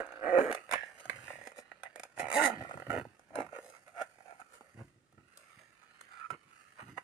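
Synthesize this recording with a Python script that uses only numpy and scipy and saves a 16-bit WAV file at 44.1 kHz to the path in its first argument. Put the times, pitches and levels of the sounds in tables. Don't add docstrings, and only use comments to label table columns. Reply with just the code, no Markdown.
import sys
import numpy as np
from scipy import signal
from scipy.fft import rfft, irfft, next_fast_len
from scipy.io import wavfile
from scipy.ndimage import uniform_filter1d

SR = 44100
rng = np.random.default_rng(int(sys.argv[2]) if len(sys.argv) > 2 else 0)


def unload_audio(sound):
    columns = np.transpose(np.atleast_2d(sound))
    steps = np.round(np.clip(columns, -1, 1) * 32767)
    wavfile.write(sys.argv[1], SR, steps.astype(np.int16))


N = 310023
TIME_S = np.arange(N) / SR

# time_s, teeth_per_s, body_db, shell_db, tick_db, body_hz, shell_hz
PULL_FRONT = [(0, 244, -30, -35.5, -55, 520, 1500), (.035, 159, -48, -48, -74, 560, 1600),
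              (.075, 66, -53.5, -54.5, -82, 600, 1500), (.2, 50.3, -51, -55, -90, 560, 1500),
              (.215, 103.5, -46.5, -53, -85, 560, 1450), (.24, 118, -37, -42.5, -74.5, 530, 1700),
              (.29, 181, -31, -39, -72, 700, 1650), (.315, 183, -33, -44, -70.5, 600, 1850),
              (.337, 174, -24, -39.5, -69, 520, 1900), (.387, 180, -20.5, -33, -61.5, 520, 1900),
              (.41, 190, -29, -37, -56, 480, 1550), (.43, 128.6, -32, -42.5, -58.5, 298, 1700),
              (.465, 167, -32.5, -41, -62, 560, 1600), (.485, 118, -36, -42, -65.5, 560, 1700),
              (.51, 132, -32.5, -39, -61.5, 520, 2100)]
PULL_SIDE = [(2.185, 69.3, -78, -66, -55.5, 650, 1890), (2.205, 84.4, -38.5, -46, -61, 650, 1980),
             (2.25, 79.8, -39.5, -46, -70.5, 760, 2300), (2.29, 56.73, -43, -44.5, -56, 600, 2310),
             (2.325, 81.4, -40.5, -37.5, -44, 600, 2290), (2.347, 233.9, -37, -38.5, -41, 563, 2250),
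             (2.37, 284.6, -27.5, -36, -39, 565, 1950), (2.398, 294.5, -30.5, -31, -47, 600, 1400),
             (2.424, 321.8, -32.5, -33, -40, 334, 1500), (2.46, 271.1, -31, -31.5, -33.5, 267, 2030),
             (2.482, 246.9, -33.5, -40, -47, 676, 1800), (2.51, 229.3, -44.5, -48, -68, 286, 1460),
             (2.54, 212, -41.5, -47.5, -73, 260, 990)]
PULL_CORNER = [(2.88, 30.3, -56, -58, -91, 650, 1400), (2.908, 99.56, -42, -42, -58, 680, 1420),
               (2.945, 112.1, -34.5, -45, -64, 504, 1470), (2.985, 91, -37, -45, -69.5, 490, 1780),
               (3.015, 57, -49, -53.5, -70, 410, 1410)]
# start_s, level_db, thump_db, click_db
# (thump_db and click_db relative to level_db)
KNOCKS = [(.065, -63, -8, -2), (.1212, -54, 6.5, -13.5), (.3858, -41.5, 16.5, -14.5), (.4115, -41, 9, -20),
          (.891, -62, -3, -12), (1.187, -55, -8, -21), (1.2797, -49.5, -5, -25), (1.3037, -48.5, 5.5, -28),
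          (1.332, -56.5, 2.5, -22), (1.355, -59, 7, -24), (1.387, -64, 12, -20), (1.413, -54.5, 2, -16),
          (1.472, -48.5, 1.5, -6), (1.518, -56, 0, -15), (1.56, -60.5, -1, -14), (1.587, -53, 4, -12),
          (1.7166, -48.5, -1, -25.5), (1.8336, -43.5, -2, -10.5), (1.9586, -52.5, 5.5, -3),
          (1.9964, -51, 2, -3.5), (2.0339, -48.5, -1.5, -4.5), (2.0511, -58, 2, -25),
          (2.1759, -50, 3.5, -20), (2.1953, -42, 4, -13), (2.2008, -42.5, 3.5, -19),
          (2.4992, -46.5, 12.5, -13), (2.8668, -50.5, 3.5, -20), (2.9029, -35.5, -5, -26),
          (3.0517, -61.5, 15.5, -18.5), (3.194, -65, 6.5, -5.5), (3.306, -67.5, 12, -27),
          (3.3552, -42.5, 4.5, -9.5), (3.3865, -51, 19.5, -21), (3.4048, -44.5, 7, -15),
          (3.465, -53, -4, -17), (3.489, -56, -9, -24), (3.529, -55.5, 13, -29), (3.587, -52, 6, -16),
          (3.655, -71.5, 14, -12), (3.699, -65, 7, 3.5), (3.738, -60.5, -4, -19), (3.962, -57, 1, -17),
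          (3.992, -52, 0, -16), (4.013, -48, 4.5, -22), (4.0195, -42, -1, -14), (4.185, -67.5, 8, -18),
          (4.205, -61.5, 3.5, -14), (4.257, -67.5, 8, -22), (4.28, -61, -6.5, -24.5), (4.306, -57, -7, -16),
          (4.324, -62.5, 5, -22), (4.4004, -58, -1, -9), (4.415, -54.5, -4, -21), (4.6089, -62, 12, -12),
          (4.795, -63.5, 2, -26), (4.811, -61.5, 5, -18), (5.125, -77.5, 8, -1.5),
          (5.179, -68.5, 0.5, -23.5), (5.373, -64.5, 0.5, 8.5), (6.01, -52, -15, -5.5),
          (6.3035, -38, -7, -21.5), (6.3105, -45.5, -21.5, -17.5), (6.7929, -48.5, -6.5, -33),
          (6.9789, -40.5, -6, -36)]
# start_s, level_db, thump_db, click_db (as above)
CLACKS = [(.5134, -40.5, 6, -13.5), (.5261, -37.5, 0.5, -10.5), (.5478, -40, 3, -8.5),
          (.6924, -50, 1.5, -19), (.7119, -37.5, -4.5, -8), (.7237, -35, -5, -9.5),
          (.7347, -31.5, -4.5, -13.5), (.7378, -30.5, -7.5, -23), (.755, -45, 5.5, -21.5),
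          (.833, -49.5, 1, -34), (1.0548, -54, 8, -5), (1.0969, -33.5, -10, -18)]
# start_s, level_db, thump_db, click_db (as above)
CATCHES = [(2.609, -52.5, 9.5, -34), (2.622, -52, 6.5, -29), (2.648, -52, 7.5, -29), (2.694, -58, 11, -8),
           (2.71, -47, 6, -20), (2.74, -52.5, 7.5, -17), (2.773, -50.5, 5, -21), (2.799, -48, 0, -19),
           (2.821, -49, 2.5, -29)]
# peak_s, length_s, level_db, thump_db, hiss_db, body_hz
# (thump_db and hiss_db relative to level_db)
SCUFFS = [(0.571, 0.072, -48.5, -2.5, -25.5, 395), (0.734, 0.059, -40, -3, -26, 653),
          (1.001, 0.037, -56, 2, -3.5, 640), (1.124, 0.08, -50, -4.5, -21, 825),
          (1.298, 0.25, -56, -14, -7, 750), (1.457, 0.12, -58.5, 1, -6.5, 517),
          (1.586, 0.054, -60, 9.5, 0.5, 530), (1.862, 0.03, -47.5, 0.5, -35, 760),
          (1.973, 0.037, -58, 7, -26, 565), (2.201, 0.054, -46.5, 3.5, -2.5, 655),
          (2.569, 0.34, -55.5, 3.5, -32, 320), (3.367, 0.064, -52, 11.5, -23, 585),
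          (3.398, 0.099, -45.5, 7.5, -19.5, 290), (3.561, 0.081, -49.5, 4, -17, 505),
          (3.659, 0.15, -67.5, 11.5, 2.5, 493), (3.755, 0.057, -59, -8, -10, 750),
          (3.88, 0.042, -58, 1, -11.5, 640), (3.996, 0.084, -46.5, 2, -19.5, 723),
          (4.016, 0.024, -43.5, 8.5, -14, 747), (4.305, 0.11, -61, 7, -16, 752),
          (4.404, 0.02, -59, 9, -8, 750), (4.547, 0.076, -61, -1, -3.5, 496),
          (4.644, 0.17, -78, 9, -21, 530), (4.802, 0.078, -59, 1.5, -18, 404),
          (5.194, 0.049, -71, -6, -28, 402), (5.4, 0.089, -72.5, 4.5, 2, 550),
          (5.613, 0.057, -69, 2.5, -6, 616), (5.833, 0.039, -61.5, -19, -15, 600),
          (6.333, 0.054, -50, -3, -30, 391), (6.808, 0.059, -48.5, -10.5, -21, 820),
          (6.889, 0.06, -57, -8, -16, 400), (6.979, 0.023, -46.5, 3.5, -19, 820)]
# time_s, mids_db, treble_db
BRUSH = [(0, -60, -81), (.88, -61, -70.5), (1.25, -56, -68), (1.419, -63.5, -89), (2.1, -68, -81.5),
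         (2.62, -53.5, -69.5), (3.251, -70.5, -84), (3.72, -64.5, -71), (3.821, -67.5, -76),
         (4.851, -68, -78.5), (5.031, -84, -104), (5.381, -64, -75.5), (5.6, -60, -73),
         (5.67, -66.5, -79.5), (5.902, -64, -81.5), (6.199, -57.5, -73), (6.285, -70.5, -81),
         (6.428, -67, -81.5), (6.56, -61.5, -73.5), (7.02, -65.5, -78)]
# peak_s, length_s, level_db, resonance_hz
FLEXES = [(0.368, 0.03, -55.5, 90), (1.202, 0.7, -61, 130), (2.235, 0.14, -50.5, 122),
          (2.608, 0.13, -44.5, 136), (2.759, 0.18, -51, 141), (2.898, 0.052, -39, 140),
          (2.962, 0.2, -43.5, 105), (3.388, 0.24, -56, 168), (4.848, 0.13, -58.5, 138.5),
          (4.97, 0.34, -73, 121), (5.203, 0.1, -61.5, 125), (5.275, .06, -68.5, 120),
          (5.575, .025, -59, 124.5), (5.617, .06, -69, 125.4), (5.699, 0.053, -70, 125),
          (6.325, 0.069, -53, 155), (6.469, 0.052, -62.5, 119.8), (6.832, 0.054, -53.5, 157),
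          (6.894, 0.16, -52.5, 160)]
# start_s, length_s, level_db
JUDDERS = [(4.748, .012, -54.5), (4.775, .03, -48.5), (4.81, .012, -42.5), (4.96, .02, -64),
           (5.135, .012, -64), (5.177, .012, -54)]
# time_s, level_db
HINGE = [(6.06, -76), (6.125, -59), (6.175, -53), (6.215, -45), (6.236, -50), (6.249, -43.5), (6.264, -46),
         (6.277, -75)]
# time_s, resonance_hz
SLACKENING = [(.8, 2050), (2.1, 2120), (2.7, 1525), (4.5, 1520), (6.3, 1245)]

# freq_hz, gain_db
BODY_FRONT = [(50, -54.5), (120, -30.5), (200, -21), (290, -2), (430, -9), (525, 3), (620, -8), (710, 1.5),
              (900, -11.5), (1200, -22.5), (2000, -67.5)]
BODY_SIDE = [(110, -28.5), (200, 9.5), (290, 2), (420, -1.5), (560, 3), (720, 7), (900, 6.5), (1100, -54),
             (2000, -43.5)]
BODY_CORNER = [(50, -52.5), (110, -28), (190, -7), (280, 7.5), (360, 3), (500, 5), (620, 5.5), (750, 4),
               (950, -10), (1200, -42.5), (2000, -48.5)]
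BODY_TAPPED = [(110, -45.5), (230, -9.5), (400, -8.5), (550, 4), (650, 2.5), (760, 5.5), (950, -11.5),
               (1200, -35.5), (2000, -56)]
# freq_hz, gain_db
SHELL_SCUFFED = [(600, -19.5), (950, 3.5), (1100, -4.5), (1380, 2.5), (1650, -8.5), (1920, 0), (2250, -2.5),
                 (2500, -5), (2900, -9), (3300, -31.5), (4000, -23), (6000, -77.5)]
SHELL_KNOCKED = [(600, -23), (950, 3), (1100, -2.5), (1380, 9), (1650, -6), (1920, 2.5), (2250, -10.5),
                 (2500, -5.5), (2900, -10.5), (3300, -24), (4000, -23), (6000, -42.5)]
SHELL_FRONT = [(600, -11.5), (950, 6.5), (1150, 0.5), (1400, 3), (1700, -2.5), (1950, 0.5), (2300, -8),
               (2600, -12), (2900, -14), (3300, -29.5), (4000, -30), (6000, -56.5)]
SHELL_SIDE = [(600, -14), (950, 4), (1150, -3.5), (1400, 4), (1650, -5), (1950, 1), (2300, -3.5),
              (2600, -5), (2950, -9.5), (3350, -26.5), (4000, -21), (6000, -60.5)]
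# freq_hz, gain_db
TICK = [(2200, -11), (3500, -2.5), (4100, -3), (4600, -7), (5300, -1), (5750, -6.5), (6500, 3), (7400, -5),
        (8600, 2), (9200, 2), (10000, 0.5), (12500, -11.5), (15500, -18.5)]
TOOTH_TICK = [(2200, -14), (3500, -6), (4100, -2), (4600, -7), (5300, -3.5), (5750, -8), (6500, 4.5),
              (7400, -2), (8600, 1.5), (9200, 0.5), (10200, 2), (12500, -11.5), (15500, -18.5)]
# freq_hz, gain_db
WEAVE = [(400, -29), (850, -12.5), (1080, -6), (1320, 2.5), (1620, -5.5), (1860, 3.5), (2200, -3),
         (2900, -3.5), (3350, -11), (4500, -10), (6500, -52)]
# freq_hz, gain_db
FLEX = [(30, -50), (60, -8), (90, -2), (135, -2), (190, -7.5), (260, -3.5), (360, -5.5), (600, -47)]
# freq_hz, gain_db
CLACK = [(600, -24.5), (900, -1.5), (1100, 0), (1300, -2.5), (1560, 4.5), (1800, -1.5), (2080, 1.5),
         (2500, -3.5), (2900, -7.5), (3250, -23), (3500, -11), (4100, -19), (4600, -21.5), (6000, -37.5)]
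# freq_hz, gain_db
TAB = [(900, -16.5), (1400, -10), (1700, 3), (1880, 1), (2100, -0.5), (2350, -5), (2650, -8.5),
       (3400, -18.5), (6000, -38), (10000, -49.5)]
# freq_hz, gain_db
LID = [(30, -42.5), (70, -7), (100, -2), (122, -0.5), (155, -1.5), (220, -10), (350, -12), (440, -20),
       (540, -30), (700, -33), (1200, -39), (2500, -70)]
# freq_hz, gain_db
SPINE = [(500, -45), (950, -27), (1130, -16), (1230, -4), (1320, 3), (1420, -5), (1520, -14), (1650, -26),
         (1850, -13), (1970, -14), (2150, -28), (2550, -24), (3300, -42), (6000, -60)]
# freq_hz, density_db_per_hz
AIR = [(18, -67.5), (30, -12.5), (147, -1), (216, -4), (524, -7.5), (754, -15.5), (1650, -17.5),
       (3230, -24), (9390, -26.5), (12200, -38.5), (15000, -62)]
# freq_hz, gain_db
ECHO_COLOUR = [(100, -9), (500, -8), (1200, 0), (2200, 1), (4000, 0), (9000, 0), (15000, -3)]
# freq_hz, left_minus_right_db, left_lead_rad, left_direct_share
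PORTS = [(60, -3, 0, 1), (130, -1.3, 0, 1), (260, -2.8, .1, 1), (520, -4.3, .3, 1), (800, -6.5, .55, .9),
         (1300, -13.5, -1.8, .45), (2400, -11.5, -1.6, .4), (4400, -2.5, -1.2, .35), (8100, 1, -1.5, .3),
         (14000, 6.5, -1.3, .25)]

CHATTER_SHARE, TICK_SHARE = .42, .22
TOOTH_TICK_S, STOP_S = .0022, .014
RATTLE, CORNER_RATTLE = .25, .75
BODY_TRAVEL_DB, BODY_TRAVEL_WIDTH_HZ = 4, 160
SHELL_TRAVEL_DB, SHELL_TRAVEL_WIDTH_HZ = 2, 220
KNOCK_DECAYS_S = (.0026, .0036, .0024)
CATCH_DECAYS_S = (.0035, .004, .003)
FIRST_PUSH = 4
PLACE_SPREAD = .04
LIFT_START_S, LIFT_END_S = 4.6, 4.8
WANDER_HZ, WANDER_SPREAD, WANDER_PER_S = 1450, .2, 30
TAB_S, TAB_DB, TAB_T60_S = .738, -37, .41
JUDDER_PER_S = 113
AIR_DB = -73
EARLY_DB, TAIL_DB = -4.5, -15
EARLY_DECAY_S = .0018
TOP_HZ = 15400


def amp(db):
    return 10 ** (np.asarray(db) / 20)


def over_hz(hz, values, size):
    bins_hz = np.arange(size // 2 + 1) * SR / size
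    return np.interp(np.log(bins_hz + 1), np.log(hz), values)


def ring(x, spectrum, size=4096):
    hz, db = np.transpose(spectrum)
    cepstrum = irfft(np.log(amp(over_hz(hz, db, size))))
    cepstrum[1:size // 2] *= 2
    cepstrum[size // 2 + 1:] = 0
    response = irfft(np.exp(rfft(cepstrum)))[:size // 2]
    return signal.fftconvolve(x, response / np.linalg.norm(response))[:len(x)]


def steady(x, span_s=0.034):
    size = int(span_s * SR)
    power = uniform_filter1d(uniform_filter1d(x * x, size), size)
    return x / np.sqrt(np.abs(power) + 1e-12)


def add(track, start_s, x):
    i = max(0, int(start_s * SR))
    track[i:i + len(x)] += x[:max(0, N - i)]


def grains(size, per_s, spread_db, hiss):
    sizes = amp(spread_db * np.minimum(rng.exponential(size=size), 4))
    sizes = sizes * rng.choice([-1, 1], size)
    clicks = sizes * (rng.random(size) < per_s / SR)
    return clicks / (clicks.std() + 1e-9) + hiss * rng.standard_normal(size)


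def swell(t, length_s, rise, edge_db):
    distance = np.maximum(-t / rise, t / (1 - rise)) / length_s
    return amp(-edge_db * distance ** 1.52)


def favour(spectrum, centre_hz, boost_db=7, width=0.17):
    hz, db = np.transpose(spectrum)
    grid = np.linspace(np.log(hz[0]), np.log(hz[-1]), 120)
    bump = np.exp(-.5 * ((grid - np.log(centre_hz)) / width) ** 2)
    return np.column_stack([np.exp(grid), np.interp(grid, np.log(hz), db) + boost_db * bump])


def flutter(per_s):
    knots = rng.standard_normal(1024)
    return np.interp(TIME_S * per_s, np.arange(len(knots)), knots)


def shell_pitch(s):
    return np.interp(s, *np.transpose(SLACKENING))


def sweep(x, hz, width_hz):
    turn = np.exp(2j * np.pi * np.cumsum(hz) / SR)
    pole = np.exp(-np.pi * width_hz / SR)
    return 2 * (signal.lfilter([1 - pole], [1, -pole], x / turn) * turn).real


def zipper(pull, bodies, shell_spectrum, turn_s, jitter, rough_db, rattle, scrape, chatter_s, drag, first_tooth):
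    s, rate, body_db, shell_db, tick_db, body_hz, shell_hz = np.transpose(pull)
    t = np.arange(s[0], s[-1] + 0.021, 1 / SR)
    speed = np.interp(t, s, rate)
    travel = np.cumsum(speed) / SR
    teeth = np.arange(first_tooth, np.interp(s[-1], t, travel), 1)
    chance = rng.standard_normal((len(teeth), 3))
    at = np.interp(teeth + jitter * chance[:, 0], travel, np.arange(len(t))).astype(int)
    kicks, sharp = np.zeros((2, len(t)))
    kicks[at] = amp(rough_db * chance[:, 1])
    sharp[at] = kicks[at] * amp(2 * chance[:, 2])

    last = np.maximum.accumulate(np.arange(len(t)) * (kicks > 0))
    since_s = t - t[last]

    def chatter(source, decay_s):
        envelope = source[last] * np.exp(-since_s / decay_s) + drag
        return envelope * rng.standard_normal(len(t)) / np.sqrt(decay_s * SR / 2)

    case_s = np.minimum(chatter_s, CHATTER_SHARE / speed)
    tick_s = np.minimum(TOOTH_TICK_S, TICK_SHARE / speed)
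    turned = np.clip((t - turn_s) / 0.057 + .5, 0, 1)
    push = kicks + np.interp(turned, (0, 1), rattle) * chatter(kicks, case_s)
    body = ring(push * (1 - turned), bodies[0]) + ring(push * turned, bodies[1])
    shell = ring(kicks + scrape * chatter(kicks, case_s), shell_spectrum)
    tick = ring(0.2 * sharp + chatter(sharp, tick_s), TOOTH_TICK)
    body = body + amp(BODY_TRAVEL_DB) * sweep(body, np.interp(t, s, body_hz), BODY_TRAVEL_WIDTH_HZ)
    shell = shell + amp(SHELL_TRAVEL_DB) * sweep(shell, np.interp(t, s, shell_hz), SHELL_TRAVEL_WIDTH_HZ)
    voices = zip((body, shell, tick), (body_db, shell_db, tick_db))
    mix = sum(steady(voice, 0.011) * amp(np.interp(t, s, db)) for voice, db in voices)
    out = np.zeros(N)
    add(out, s[0], mix * np.exp(-np.maximum(t - s[-1], 0) / STOP_S))
    return out


def brush(shut_db=-5, open_db=-15, shell_db=-3.0, tick_db=-1):
    s, mids_db, treble_db = np.transpose(BRUSH)
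    force = grains(N, per_s=500, spread_db=2.2, hiss=.7)
    hollow_db = np.interp(TIME_S, [LIFT_START_S, LIFT_END_S], [shut_db, open_db])
    weave = ring(force, WEAVE)
    wander_hz = WANDER_HZ * np.exp(WANDER_SPREAD * flutter(WANDER_PER_S))
    weave = weave + sweep(weave, wander_hz, width_hz=320)
    case = amp(shell_db) * steady(weave) + amp(hollow_db) * steady(ring(force, BODY_TAPPED))
    mids = case * amp(np.interp(TIME_S, s, mids_db))
    treble = steady(ring(force, TICK)) * amp(np.interp(TIME_S, s, treble_db) + tick_db)
    pressure = amp(2.06 * flutter(per_s=130))
    return pressure * (mids + treble)


def air():
    shared, left, right = (amp(AIR_DB) * ring(rng.standard_normal(N), AIR) for _ in range(3))
    return 0.76 * shared, 0.57 * np.array([left, right])


def knocks(rows, decays_s, struck_spectrum=None, crumble=0.98, size=2048):
    out, t = np.zeros(N), np.arange(size) / SR
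    for s, level_db, thump_db, click_db in rows:
        shell_hz = shell_pitch(s) * np.exp(PLACE_SPREAD * rng.standard_normal())
        struck = struck_spectrum or favour(SHELL_KNOCKED, shell_hz, boost_db=6, width=.3)
        parts = zip((BODY_TAPPED, struck, TICK), decays_s, (thump_db, 0, click_db))
        for spectrum, decay_s, part_db in parts:
            force = crumble * rng.standard_normal(size) * np.exp(-t / decay_s)
            force[0] += FIRST_PUSH
            hit = ring(force, spectrum)
            hit = hit / np.linalg.norm(hit) * np.sqrt(SR * .01)
            add(out, s, hit * amp(level_db + part_db))
    return out


def flexes(per_s=90, edge_db=15):
    out, t = np.zeros(N), np.arange(-.15, .25, 1 / SR)
    for peak_s, length_s, level_db, hz in FLEXES:
        jerks = grains(len(t), per_s, 2.2, hiss=0.62)
        creak = steady(ring(jerks, favour(FLEX, hz)), 0.059)
        add(out, peak_s + t[0], creak * swell(t, length_s, .41, edge_db) * amp(level_db))
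    return out


def scuffs(edge_db=13):
    out, t = np.zeros(N), np.arange(-.15, .25, 1 / SR)
    for peak_s, length_s, level_db, thump_db, hiss_db, body_hz in SCUFFS:
        force = grains(len(t), per_s=330, spread_db=2.4, hiss=.42)
        body = favour(BODY_TAPPED, body_hz, boost_db=14.5)
        shell = favour(SHELL_SCUFFED, shell_pitch(peak_s), boost_db=8.5)
        parts = zip((body, shell, TICK), (thump_db, 0, hiss_db))
        rub = sum(steady(ring(force, spectrum), 0.015) * amp(level_db + part_db) for spectrum, part_db in parts)
        add(out, peak_s + t[0], rub * swell(t, length_s, .47, edge_db))
    return out


def tab(per_s=600):
    out, t = np.zeros(N), np.arange(SR // 2) / SR
    rattle = steady(ring(grains(len(t), per_s, spread_db=4, hiss=1.0), TAB), 0.026)
    add(out, TAB_S, rattle * amp(TAB_DB - 60 * t / TAB_T60_S))
    return out


def judders():
    slips = np.zeros(N)
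    for s, length_s, level_db in JUDDERS:
        at = (np.arange(s, s + length_s, 1 / JUDDER_PER_S) * SR).astype(int)
        slips[at] = amp(level_db + rng.standard_normal(len(at))) * np.sqrt(SR / JUDDER_PER_S)
    return ring(slips, LID)


def hinge(per_s=700):
    s, level_db = np.transpose(HINGE)
    creak = ring(grains(N, per_s, spread_db=3.5, hiss=0.32), SPINE)
    return steady(creak, .007) * amp(np.interp(TIME_S, s, level_db, left=-140, right=-140))


def room(x, t60_s=0.13, size=4096):
    t = np.arange(SR // 3) / SR
    x = ring(x, ECHO_COLOUR)
    early = np.exp(-t / EARLY_DECAY_S) * (t > .0006)
    tail = amp(-60 * t / t60_s) * (t > .009)
    early = amp(EARLY_DB) * early / np.linalg.norm(early)
    tail = amp(TAIL_DB) * tail / np.linalg.norm(tail)
    decay = np.hypot(early, tail)
    wet, window = np.zeros((2, N)), np.sqrt(np.hanning(2 * size))
    for i in range(0, N, size):
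        piece = x[i:i + 2 * size]
        for port in wet:
            echoes = decay * rng.standard_normal(len(t))
            add(port, i / SR, signal.fftconvolve(piece * window[:len(piece)], echoes))
    return wet


def ports(direct, diffuse):
    size = 2 * next_fast_len(N // 2 + 2048, True)
    hz, *columns = np.transpose(PORTS)
    balance_db, lead_rad, share = (over_hz(hz, column, size) for column in columns)
    ratio = amp(balance_db) * np.exp(1j * lead_rad)
    direct, diffuse = rfft(direct, size), rfft(diffuse, size)
    diffuse_gain = np.sqrt(1 + (1 - share ** 2) / amp(EARLY_DB) ** 2)
    left = ratio * (share * direct + diffuse_gain * diffuse[0])
    right = direct + diffuse[1]
    return irfft(2 * np.array([left, right]) / np.abs(1 + ratio), size)[:, :N]


def scene():
    front = zipper(PULL_FRONT, (BODY_FRONT, BODY_CORNER), SHELL_FRONT, turn_s=0.386, jitter=0.032,
                   rough_db=1.0, rattle=(RATTLE, CORNER_RATTLE), scrape=1.4, chatter_s=.004,
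                   drag=.1, first_tooth=.5)
    side = zipper(PULL_SIDE, (BODY_TAPPED, BODY_SIDE), SHELL_SIDE, turn_s=2.35, jitter=0.04,
                  rough_db=2, rattle=(RATTLE, RATTLE), scrape=1.0, chatter_s=0.006,
                  drag=.035, first_tooth=.58)
    corner = zipper(PULL_CORNER, (BODY_TAPPED, BODY_CORNER), SHELL_SIDE, turn_s=2.94, jitter=0.21,
                    rough_db=1.5, rattle=(CORNER_RATTLE, CORNER_RATTLE), scrape=1.0, chatter_s=0.007,
                    drag=.05, first_tooth=.65)
    short_knocks = knocks(KNOCKS, KNOCK_DECAYS_S)
    clacks = knocks(CLACKS, KNOCK_DECAYS_S, CLACK)
    catches = knocks(CATCHES, CATCH_DECAYS_S)
    pulls = front + side + corner
    handling = brush() + short_knocks + flexes() + clacks + scuffs() + tab() + catches
    case = pulls + handling + judders() + hinge()
    shared, apart = air()
    return ports(case + shared, room(case) + apart) * amp(-1.3)


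def record(dry):
    return signal.sosfilt(signal.ellip(8, .2, 70, TOP_HZ, fs=SR, output="sos"), dry)


dry = scene()
out = record(dry)
unload_audio(out)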